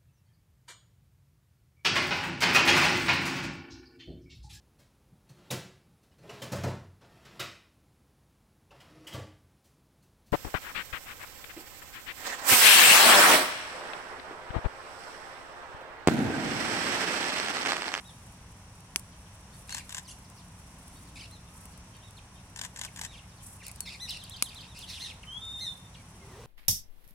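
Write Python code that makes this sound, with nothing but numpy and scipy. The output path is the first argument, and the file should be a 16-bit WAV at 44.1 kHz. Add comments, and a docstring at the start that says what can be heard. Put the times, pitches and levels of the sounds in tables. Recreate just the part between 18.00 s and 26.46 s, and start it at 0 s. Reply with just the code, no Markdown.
"""Weaver birds chirp, rasp, twitter and whistle in a leafy tree, with more of them further off.
Each sings with its syrinx, a two-sided voice box: one tone makes a clear note, two mixed make a rasp.
Leaves and branches scatter the calls. A stills camera fires two short bursts as small parts clack
inside its body, and dry twigs snap and tick close by. A high hiss swells: first rustling leaves, later
the breathy treble of the loud calls. Far traffic hums, rumbles and hisses below, and two motors rev up."""
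import sys
import numpy as np
from scipy import signal
from scipy.fft import rfft, irfft, next_fast_len
from scipy.io import wavfile
from scipy.ndimage import uniform_filter1d

SR = 44100
rng = np.random.default_rng(int(sys.argv[2]) if len(sys.argv) > 2 else 0)


def waveform_to_disk(signal):
    """Save audio, clipped to [-1, 1], as 16-bit WAV at the path in sys.argv[1]."""
    frames = np.transpose(np.atleast_2d(signal))
    scaled = np.clip(frames, -1, 1) * 32767
    samples = np.round(scaled).astype(np.int16)
    wavfile.write(sys.argv[1], SR, samples)


N = 373086
T = np.arange(N) / SR

# A "colour" says how strong a sound is at each frequency, from low to high.
# colour of the outdoor hiss: f/Hz, level/dB
AIR_COLOUR = [(150, -29), (250, -3.5), (342, -11.5), (607, -9), (988, -6), (1240, -11.5), (2320, -16.5),
              (2670, -16.5), (4120, -23), (5160, -22.5), (5730, -15), (6590, -23), (9830, -15.5),
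              (11700, -33), (16000, -35)]
# how much that hiss differs between the ears: f/Hz, level/dB against the part they share
AIR_WIDTH = [(60, -57), (110, -50), (200, -50), (380, -17), (700, -16.5), (1290, -5), (2380, 0), (4400, 2),
             (8120, 1.5), (15000, 1)]
# narrow bands of extra hiss: f/Hz, width/Hz, level/dB
HISS_BANDS = [(1069, 56, -70.5), (5780, 280, -78)]
# colour of the traffic rumble: f/Hz, level/dB
RUMBLE_COLOUR = [(12, -37), (20, -30), (32, -1.5), (49, -3), (97, 2.5), (147, -3), (182, -4), (211, -8),
                 (242, -12), (296, -20), (400, -25.5), (520, -38), (880, -120)]
# tones of the low hum: f/Hz, level/dB
HUM_TONES = [(60, -60.5), (100, -64.5), (180, -63.5)]
# colour of a motor's roar: f/Hz, level/dB
ROAR_COLOUR = [(200, 1.5), (320, 3), (600, -4), (1050, -1.5), (1600, -13), (3500, -13), (6000, -18),
               (12000, -27)]
# motors revving: t/s of the peak, half-width/s, f/Hz at the peak, climb/(octaves/s), relative level/dB
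REVS = [(3.02, 0.26, 271.4, .5, -55.5), (8.44, 0.23, 439, 1.1, -52.5)]
# colour of the high hiss and of the twigs' echoes off the leaves: f/Hz, level/dB
BRIGHT_COLOUR = [(2000, -32), (6000, -11.5), (8000, -1.5), (10000, 0.5), (11500, -7), (16000, -20)]
# swells of high hiss (leaves, later breathy bird treble): t/s of the peak, half-width/s, relative level/dB
HISS_SWELLS = [(.1, 0.3, -60.5), (1.78, 0.25, -55), (2.9, 0.47, -60.5), (3.6, 0.11, -57), (4.9, .2, -68),
               (5.5, 0.098, -51.5), (6.0, .25, -63), (6.93, 0.13, -57), (7.65, .2, -58.5)]
# loud twig snaps: t/s, level/dB, left minus right/dB
SNAPS = [(0.96, -4, 2), (6.4244, -1, 1.5)]
# one colour for each snap: f/Hz, level/dB
SNAP_COLOURS = [
    [(120, -49), (200, -5), (380, -8), (635, -39), (950, -7), (1620, -8), (2250, 3.5), (3430, -9),
     (3760, -16), (5840, 0), (6520, -6), (7270, -7.5), (11300, -6.5), (16000, -20)],
    [(120, -21), (200, -7.5), (735, -18), (1210, -5.5), (1910, -21), (2250, -9), (2960, -3.5), (3560, -15),
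     (4120, -8), (5420, -6), (6880, -11.5), (7680, -8.5), (11100, -7), (16000, -25.5)],
]
# the clearest ticks of twigs and dry grass: t/s, relative level/dB
TICKS = [(0.9942, -36), (2.879, -42.5), (3.654, -40), (5.6657, -33), (5.6808, -34), (5.7139, -37.5),
         (5.7594, -40.5), (5.8046, -23), (6.107, -34.5), (6.2372, -38.5), (6.2956, -37.5), (6.461, -41),
         (6.7894, -38)]
# colour of a tick: f/Hz, level/dB
TICK_COLOUR = [(470, -46), (800, -13), (1900, -20), (2800, -12.5), (3340, -27), (3930, -16), (6020, -15.5),
               (8990, -3.5), (16000, -19.5)]
# camera bursts: t/s of the first main clack, number of photos
BURSTS = [(1.746, 2), (4.6135, 3)]
# knocks of mirror, curtains and motor in one photo: t/s from the main clack, relative level/dB, decay/s
SHUTTER_KNOCKS = [(-.0525, -7, 0.0037), (-.041, -12.5, 0.0074), (-.025, -12, 0.0029), (-.021, -4.5, 0.0029),
                  (0, 0, 0.0047), (0.013, -20, 0.014), (0.0219, -9, 0.0065), (0.028, -15.5, .005),
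                  (.035, -6, 0.0063), (.039, -20, 0.0022), (0.049, -15, 0.0034)]
# colour of the camera body: f/Hz, level/dB
CAMERA_COLOUR = [(350, -53), (600, -18.5), (1010, -4.5), (1370, -16.5), (1530, -4), (1830, -2.5),
                 (2270, -11), (3430, -6), (4220, -11.5), (6200, -7.5), (6730, -6.5), (7210, -3),
                 (9620, -12), (13600, -22), (16000, -40)]
# the tones in a clear bird note: multiple of the pitch, level/dB
PURE_TONES = [(1, -0.5), (2, -18), (3, -22), (4, -42)]
# in-between tones that make a note reedy: multiple of the pitch, level/dB
REED_TONES = [(.5, -13.5), (1.5, -5.5), (2.5, -12)]
# colour of the throat during a rasp: f/Hz, level/dB
THROAT_COLOUR = [(1000, -68), (2000, 7), (2600, -1), (3800, 4.5), (5200, 4), (6300, -1), (8000, -2.5),
                 (10000, 3), (12500, -8), (16000, -19)]
# soft glides of far birds: t/s, length/s, start f/Hz, end f/Hz, level/dB
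FAR_CALLS = [(3.419, 0.29, 1200, 1350, -68.5), (5.803, .07, 4550, 4080, -54.5),
             (7.217, 0.18, 1247, 1238, -68), (7.382, 0.17, 1313, 1340, -63),
             (7.961, 0.061, 2510, 2140, -64), (8.196, .074, 2220, 1940, -64), (8.284, 0.1, 2120, 1600, -63)]
# short arched chirps: t/s, length/s, top f/Hz, rise time/s, level/dB, roughness from 0 to 1
CHIRPS = [(0.039, 0.079, 3860, .011, -54.5, 0), (1.702, 0.056, 4360, 0.027, -44.5, .2),
          (3.302, 0.075, 4170, 0.013, -55, 0.12), (4.017, .077, 3820, 0.021, -58, .03),
          (4.363, 0.049, 3830, 0.013, -65, 0.4), (5.059, 0.091, 3880, .012, -56, 0.22),
          (5.994, .078, 4090, .02, -40.5, .12), (6.67, .075, 3880, .012, -55.5, 0.02),
          (6.856, 0.11, 4045, .012, -45, .9), (6.994, .088, 4066, .018, -39.5, .6),
          (7.591, 0.098, 4190, .01, -40.5, 0.1)]
# faint chirps with two voices at once: t/s, level/dB
TWO_VOICED = [(1.526, -64), (2.953, -63), (3.943, -65)]
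# notes that slide down: t/s, length/s, start f/Hz, level/dB
SLIDES = [(1.767, .055, 3320, -54), (2.041, .055, 5260, -59.5), (2.24, 0.029, 5700, -62),
          (2.36, 0.061, 6200, -61), (4.167, 0.029, 4370, -52.5), (4.861, 0.032, 3420, -54.5),
          (5.126, 0.04, 3900, -53.5), (5.169, 0.037, 3870, -54.5), (5.599, .035, 2880, -53.5),
          (5.889, 0.0099, 5430, -43), (6.767, 0.022, 6000, -49), (6.892, 0.019, 6300, -42),
          (6.934, .017, 4600, -46), (6.953, 0.038, 4065, -44.5), (7.084, 0.041, 3805, -46),
          (7.23, .014, 3200, -49.5), (7.941, 0.019, 4100, -52)]
# harsh chatter: t/s, length/s, lower voice f/Hz, sweep rate/Hz, level/dB, treble boost/dB
RASPS = [(1.674, .15, 2620, 53, -53, 6), (2.075, 0.058, 3054, 43, -48.5, 15.5),
         (3.155, 0.031, 2460, 71, -49, 8), (3.19, 0.027, 2790, 55, -47.5, 2),
         (3.214, 0.053, 2484, 74, -51, 2), (5.109, .083, 2600, 135, -59.5, 9),
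         (5.624, 0.08, 2526, 106, -51.5, 11.5), (5.85, 0.12, 2617, 110, -48, 4),
         (6.072, 0.11, 2700, 111, -44.5, 2), (6.743, 0.089, 2753, 128, -51, 8),
         (6.866, 0.26, 2820, 99, -51, 7.5)]
# yelps within the chatter: t/s, length/s, start f/Hz, level/dB
YELPS = [(5.857, 0.039, 5330, -44.5), (6.088, 0.032, 5500, -36), (6.813, 0.041, 4820, -47.5),
         (6.909, .028, 5730, -45.5)]
# a yelp drops, holds and drops again: share of the length, share of the start pitch
YELP_SHAPE = [(0, 0.99), (.16, 1), (.33, .74), (.66, .7), (1, .58)]
# repeats of the twittered phrase: t/s, level/dB
TWITTERS = [(6.189, -50), (6.308, -47), (6.432, -47.5), (6.553, -48)]
# that phrase (an arch, a high flick, a small hook): t/s from its start, f/Hz, relative level/dB
TWITTER_SHAPE = [(0, 3400, -3.5), (.016, 4245, 0), (.038, 3150, 0.5), (.051, 3095, 0), (.06, 5150, 1.5),
                 (.069, 3145, -3), (.08, 2400, -12), (.089, 3900, -4), (0.103, 2080, -13)]
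# path of the long rising whistle: t/s, f/Hz, level/dB
WHISTLE_PATH = [(7.265, 3110, -54), (7.287, 3026, -44.5), (7.379, 3400, -40.5), (7.403, 3550, -55),
                (7.425, 3621, -42.5), (7.587, 3655, -41), (7.643, 3820, -42), (7.681, 3620, -34),
                (7.747, 3515, -53.5), (7.809, 3630, -70), (7.88, 3604, -56)]


def undb(db):
    """Turn decibels into a number to multiply by."""
    return 10 ** (np.asarray(db) / 20)


def unit(x):
    """Scale a sound to an average strength (rms) of one."""
    return x / np.sqrt(np.mean(x ** 2) + 1e-20)


def gains(points, size):
    """Turn a colour into one multiplier for each frequency."""
    hz, db = np.transpose(points)
    frequencies = np.arange(size // 2 + 1) * SR / size
    return undb(np.interp(np.log(frequencies + 1), np.log(hz), db))


def colour(x, points):
    """Filter a sound to give it a colour."""
    size = next_fast_len(x.shape[-1])
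    return irfft(rfft(x, size) * gains(points, size), size)[..., :x.shape[-1]]


def knock(points, size=512):
    """How a body with this colour rings after one sharp tap."""
    cepstrum = irfft(np.log(gains(points, size)))
    cepstrum[1:size // 2] *= 2  # folding it in half puts all the ringing after the tap
    cepstrum[size // 2 + 1:] = 0
    ring = irfft(np.exp(rfft(cepstrum)))
    return ring / np.linalg.norm(ring)


def wander(size, rate):
    """A random wobble that heads for a new value `rate` times a second."""
    at = np.arange(size) * rate / SR
    values = rng.standard_normal(max(size // 8, 64))
    return np.interp(at, np.arange(len(values)), values)


def add(out, s, x):
    """Mix a sound in, starting at s seconds."""
    i = max(int(s * SR), 0)
    out[..., i:i + x.shape[-1]] += x[..., :N - i]


def turn(hz):
    """The angle (phase) a wave has turned through as its pitch moves."""
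    return 2 * np.pi * np.cumsum(hz) / SR


def bump(s, half_width):
    """A smooth swell that reaches one at s seconds."""
    return np.exp(-((T - s) / half_width) ** 2)


def arch(length, start, middle, end):
    """A pitch curve through three points, and a swell that fades the note in and out."""
    u = np.linspace(0, 1, int(length * SR))
    curve = np.polyfit([0, .5, 1], [start, middle, end], 2)
    return np.polyval(curve, u), np.abs(np.sin(np.pi * u)) ** 0.43


def contour(u, places, values, smooth=0.047):
    """A line through a few points, its corners rounded over a share of its length."""
    return uniform_filter1d(np.interp(u, places, values), max(int(smooth * len(u)), 1), mode="nearest")


def foliage(x, near_db, far_db, near_s=0.02, far_s=0.08):
    """Quick echoes from nearby leaves and a faint tail from other trees, different at each ear."""
    t = T[:SR // 2]
    echoes = sum(undb(db) * np.exp(-t / s) * np.sqrt(2 / (s * SR)) * rng.standard_normal((2, len(t)))
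                 for db, s in ((near_db, near_s), (far_db, far_s)))
    return signal.fftconvolve(np.atleast_2d(x), echoes, axes=1)[:, :N]


def traffic(air_db=-57.5, rumble_db=-52.56):
    """Far traffic: a wide, soft hiss, plus a rumble and a hum that both ears share."""
    duller = [(hz, db - 6 * (hz > 7000)) for hz, db in AIR_COLOUR]
    shared, side = colour(rng.standard_normal((2, N)), duller)
    air = (shared + colour(side, AIR_WIDTH) * np.array([[1], [-1]])) / shared.std()
    air *= undb(air_db + .5 * wander(N, 3.21))
    for hz, width, db in HISS_BANDS:
        band = signal.iirpeak(hz, hz / width, SR)
        air += undb(db) * unit(signal.lfilter(*band, rng.standard_normal((2, N))))
    rumble = unit(colour(rng.standard_normal(N), RUMBLE_COLOUR)) * undb(rumble_db)
    hum = sum(np.sqrt(2) * undb(db) * np.sin(turn(hz * (1 + 0.01232 * wander(N, 12))))
              for hz, db in HUM_TONES)
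    return air + rumble + hum


def motors(roar_db=1, tone_db=-2, full_revs_hz=444):
    """Blurred engine notes climb as they swell and fade; the roar grows steeply with the revs."""
    out = np.zeros(N)
    for s, width, hz, climb, db in REVS:
        pitch = hz * 2 ** (climb * np.clip(T - s, -1, 1))
        tone = np.sin(turn(pitch * (1 + 0.094 * wander(N, 140)))) * (1 + 0.47 * wander(N, 60))
        roar = unit(colour(rng.standard_normal(N), ROAR_COLOUR)) * (pitch / full_revs_hz) ** 2
        out += undb(db) * bump(s, width) * (undb(tone_db) * tone + undb(roar_db) * roar)
    return out


def high_hiss(rest_db=-65.5, trim_db=-1, flicker_db=3.5):
    """Swells of high, flickering hiss: leaf rustle, and later the breathy treble of the loud bird calls."""
    power = undb(rest_db) ** 2 + sum((undb(db) * bump(s, width)) ** 2 for s, width, db in HISS_SWELLS)
    hiss = unit(colour(rng.standard_normal((2, N)), BRIGHT_COLOUR))
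    return hiss * np.sqrt(power) * undb(trim_db + flicker_db * wander(N, 90))


def crack(points, splinter, decay_s):
    """Dry wood breaks with one sudden push, then its fibres splinter briefly and brightly."""
    t = T[:SR // 30]
    fibres = splinter * np.exp(-t / decay_s) * rng.standard_normal((2, len(t)))
    push = signal.sosfilt(signal.butter(2, 2800, "high", fs=SR, output="sos"), fibres)
    push[0, 0] += 1
    push[1, 5] += 1  # the break reaches the right ear five samples later
    body = knock(points)
    return signal.fftconvolve(push, body[None] / abs(body).max(), axes=1)


def twigs(faint_count=14, faint_db=-51, spread_db=7, tick_boost_db=3.5):
    """Twigs break close by: two loud snaps and many small ticks, echoed by the leaves."""
    snaps, ticks = np.zeros((2, N)), np.zeros((2, N))
    for (s, db, pan_db), points in zip(SNAPS, SNAP_COLOURS):
        ear_gains = undb(db + np.array([[pan_db], [-pan_db]]) / 2)
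        add(snaps, s, ear_gains * crack(points, splinter=0.16, decay_s=0.0016))
    faint = [(when * T[-1], faint_db + spread_db * loud) for when, loud in rng.random((faint_count, 2))]
    for s, db in TICKS + faint:
        tick = crack(TICK_COLOUR, splinter=0.45, decay_s=0.0022)
        add(ticks, s + 0.0009, undb(db + tick_boost_db) * tick)
    direct = snaps + ticks
    return direct + foliage(colour(direct, BRIGHT_COLOUR), near_db=-9, far_db=-22, near_s=0.019)


def camera(force_db=-28.5, photo_gap_s=.2, pan_db=4, lag_samples=6):
    """Each photo sets off the same run of rattling knocks in the camera body, a little to the left."""
    force, t = np.zeros(N), T[:SR // 16]
    for start, count in BURSTS:
        for s in start + photo_gap_s * np.arange(count):
            for delay, part_db, decay in SHUTTER_KNOCKS:
                add(force, s + delay, undb(force_db + part_db) * np.exp(-t / decay))
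    rattle = force * unit(rng.standard_normal(N) + 0.71 * rng.standard_normal((2, N)))
    left, right = signal.fftconvolve(rattle, knock(CAMERA_COLOUR)[None], axes=1)[:, :N]
    direct = np.array([left * undb(pan_db / 2), np.roll(right, lag_samples) * undb(-pan_db / 2)])
    return direct + foliage(left, near_db=-14.0, far_db=-21.0)


def syrinx(hz, reedy, rough, overtones_db=0, shimmer=0.15):
    """A bird's nearly pure tone; `reedy` adds in-between tones, `rough` shakes pitch and loudness."""
    hz = hz * (1 + 0.0016 * wander(len(hz), 161.0) + 0.099 * rough * wander(len(hz), 900))
    phase = turn(hz)
    pure, reed = (sum(undb(db + overtones_db * (k > 1)) * np.sin(k * phase) * (k * hz < SR / 2)
                      for k, db in tones) for tones in (PURE_TONES, REED_TONES))
    flutter = 1 + (shimmer + 0.38 * rough) * wander(len(hz), 300)
    return np.sqrt(2) * (pure + reedy * reed) * flutter


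def rasp(length, pitch, sweep_rate, treble_db, depth=0.35, waver=0.083, jitter=0.0346, high_db=-5):
    """Both sides of the syrinx sound at once, wavering and falling in quick sweeps, and mix harshly."""
    size = int(length * SR)
    cycle = turn(sweep_rate * (1 + .25 * wander(size, 100))) / (2 * np.pi) % 1
    fall = depth * (.5 - cycle)
    low = turn(pitch * (1 + 0.544 * fall + waver * wander(size, 70) + jitter * wander(size, 691)))
    high = turn(1.6 * pitch * (1 + fall + waver * wander(size, 90) + jitter * wander(size, 1200)))
    # the membranes close against each other, and the air pulses with every sweep
    valve = np.maximum(np.sin(low) + 0.49 * np.cos(2 * low) + undb(high_db) * np.sin(high), -.6)
    flow = (1.2 + np.sin(np.pi * cycle)) * undb(2.0 * wander(size, 148.0))
    sound = colour(valve * flow, [(hz, db + treble_db * (hz > 6000)) for hz, db in THROAT_COLOUR])
    return unit(sound) * signal.windows.tukey(size, .2)


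def colony(count=26, quietest_db=-72, spread_db=4):
    """Other weavers further off chirp at random, heard only as echoes through the trees."""
    out = np.zeros(N)
    for when, long, high, bend, loud in rng.random((count, 5)):
        middle = 2600 + 2200 * high
        hz, swell = arch(0.028 + .04 * long, middle * (.7 + 0.64 * bend), middle, middle * 0.57)
        note = swell * syrinx(hz, reedy=0.44, rough=0.51)
        add(out, when * (T[-1] - .1), undb(quietest_db + spread_db * loud) * note)
    return foliage(out, near_db=7.5, far_db=-5)


def far_calls():
    """Far birds sing soft notes that glide evenly from one pitch to another."""
    out = np.zeros(N)
    for s, length, start, end, db in FAR_CALLS:
        hz, swell = arch(length, start, (start + end) / 2, end)
        add(out, s, undb(db) * swell * syrinx(hz, reedy=0, rough=.089))
    return out


def chirps(scoop=.33, sag=.24):
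    """Calls to keep in touch: a fast rise and a slower fall, reedier when louder; a few have two voices."""
    out = np.zeros(N)
    for s, length, top, rise, db, rough in CHIRPS:
        u = np.linspace(0, 1, int(length * SR))
        shape = (1 - scoop * np.exp(-u * length / rise)) * (1 - sag * u ** 1.805)
        reedy = 0.7 + 0.01 * (db + 46)
        tone = syrinx(top * shape / shape.max(), reedy, rough, overtones_db=-3)
        add(out, s, undb(db) * np.abs(np.sin(np.pi * u)) ** 0.6 * tone)
    for s, db in TWO_VOICED:
        for top_hz, edge, reedy in ((3830, .86, .6), (4500, .95, 0)):  # an arch under a flatter note
            hz, swell = arch(0.039, edge * top_hz, top_hz, edge * top_hz)
            add(out, s, undb(db) * swell * syrinx(hz, reedy, rough=.18))
    return out


def slides():
    """Notes that slide down to about half their starting pitch, quickly or slowly."""
    out = np.zeros(N)
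    for s, length, top, db in SLIDES:
        hz, swell = arch(length, top, .82 * top, 0.52 * top)
        add(out, s, undb(db) * swell * syrinx(hz, reedy=0.28, rough=0.39))
    return out


def scolding():
    """The birds scold with harsh rasps and a few falling yelps."""
    out = np.zeros(N)
    for s, length, pitch, sweep_rate, db, treble_db in RASPS:
        add(out, s, undb(db) * rasp(length, pitch, sweep_rate, treble_db))
    for s, length, top, db in YELPS:
        u = np.linspace(0, 1, int(length * SR))
        hz = top * contour(u, *np.transpose(YELP_SHAPE), smooth=.12)
        add(out, s, undb(db) * signal.windows.tukey(len(u), .3) * syrinx(hz, reedy=0.22, rough=0.34))
    return out


def twitter(rasp_after_s=0.073, rasp_db=-9.5):
    """A bird repeats one quick phrase, with a soft rasp under its end."""
    out = np.zeros(N)
    at, hz, phrase_db = np.transpose(TWITTER_SHAPE)
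    t = np.arange(0, at[-1], 1 / SR)
    for s, db in TWITTERS:
        tone = syrinx(contour(t, at, hz), reedy=0.27, rough=0.17)
        add(out, s, undb(db + contour(t, at, phrase_db)) * tone)
        buzz = rasp(length=0.051, pitch=2660, sweep_rate=87, treble_db=2)
        add(out, s + rasp_after_s, undb(db + rasp_db) * buzz)
    return out


def whistle(waver=.005, waver_hz=80):
    """One long, clean note that climbs, wavers a little and swells before it dies away."""
    out = np.zeros(N)
    s, hz, db = np.transpose(WHISTLE_PATH)
    t = np.arange(s[0], s[-1], 1 / SR)
    pitch = np.interp(t, s, hz) * (1 + waver * wander(len(t), waver_hz))
    tone = syrinx(pitch, reedy=0, rough=.03, overtones_db=-8, shimmer=.14)
    add(out, s[0], undb(np.interp(t, s, db)) * tone * signal.windows.tukey(len(t), .03))
    return out


def birds(chatter_pan_db=-0.5, whistle_pan_db=2):
    """All the calls, scattered by leaves and branches; the whistler sits a little to the left."""
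    chatter = chirps() + slides() + far_calls() + scolding() + twitter()
    long_note = whistle()
    sides = np.array([[.5], [-.5]])
    direct = chatter * undb(chatter_pan_db * sides) + long_note * undb(whistle_pan_db * sides)
    echoes = foliage(chatter + long_note, near_db=-5.5, far_db=-8.0, near_s=0.024, far_s=0.056)
    return direct + echoes + colony()


def scene():
    """Birds, camera and twigs over the outdoor background, in stereo."""
    return birds() + camera() + twigs() + high_hiss() + traffic() + motors()


def record(dry):
    """Round off the loudest peaks and cut the treble above 16100 Hz."""
    treble_cut = signal.ellip(8, .2, 70, 16100, fs=SR, output="sos")
    return signal.sosfilt(treble_cut, np.tanh(dry))


dry = scene()
out = record(dry)
waveform_to_disk(out)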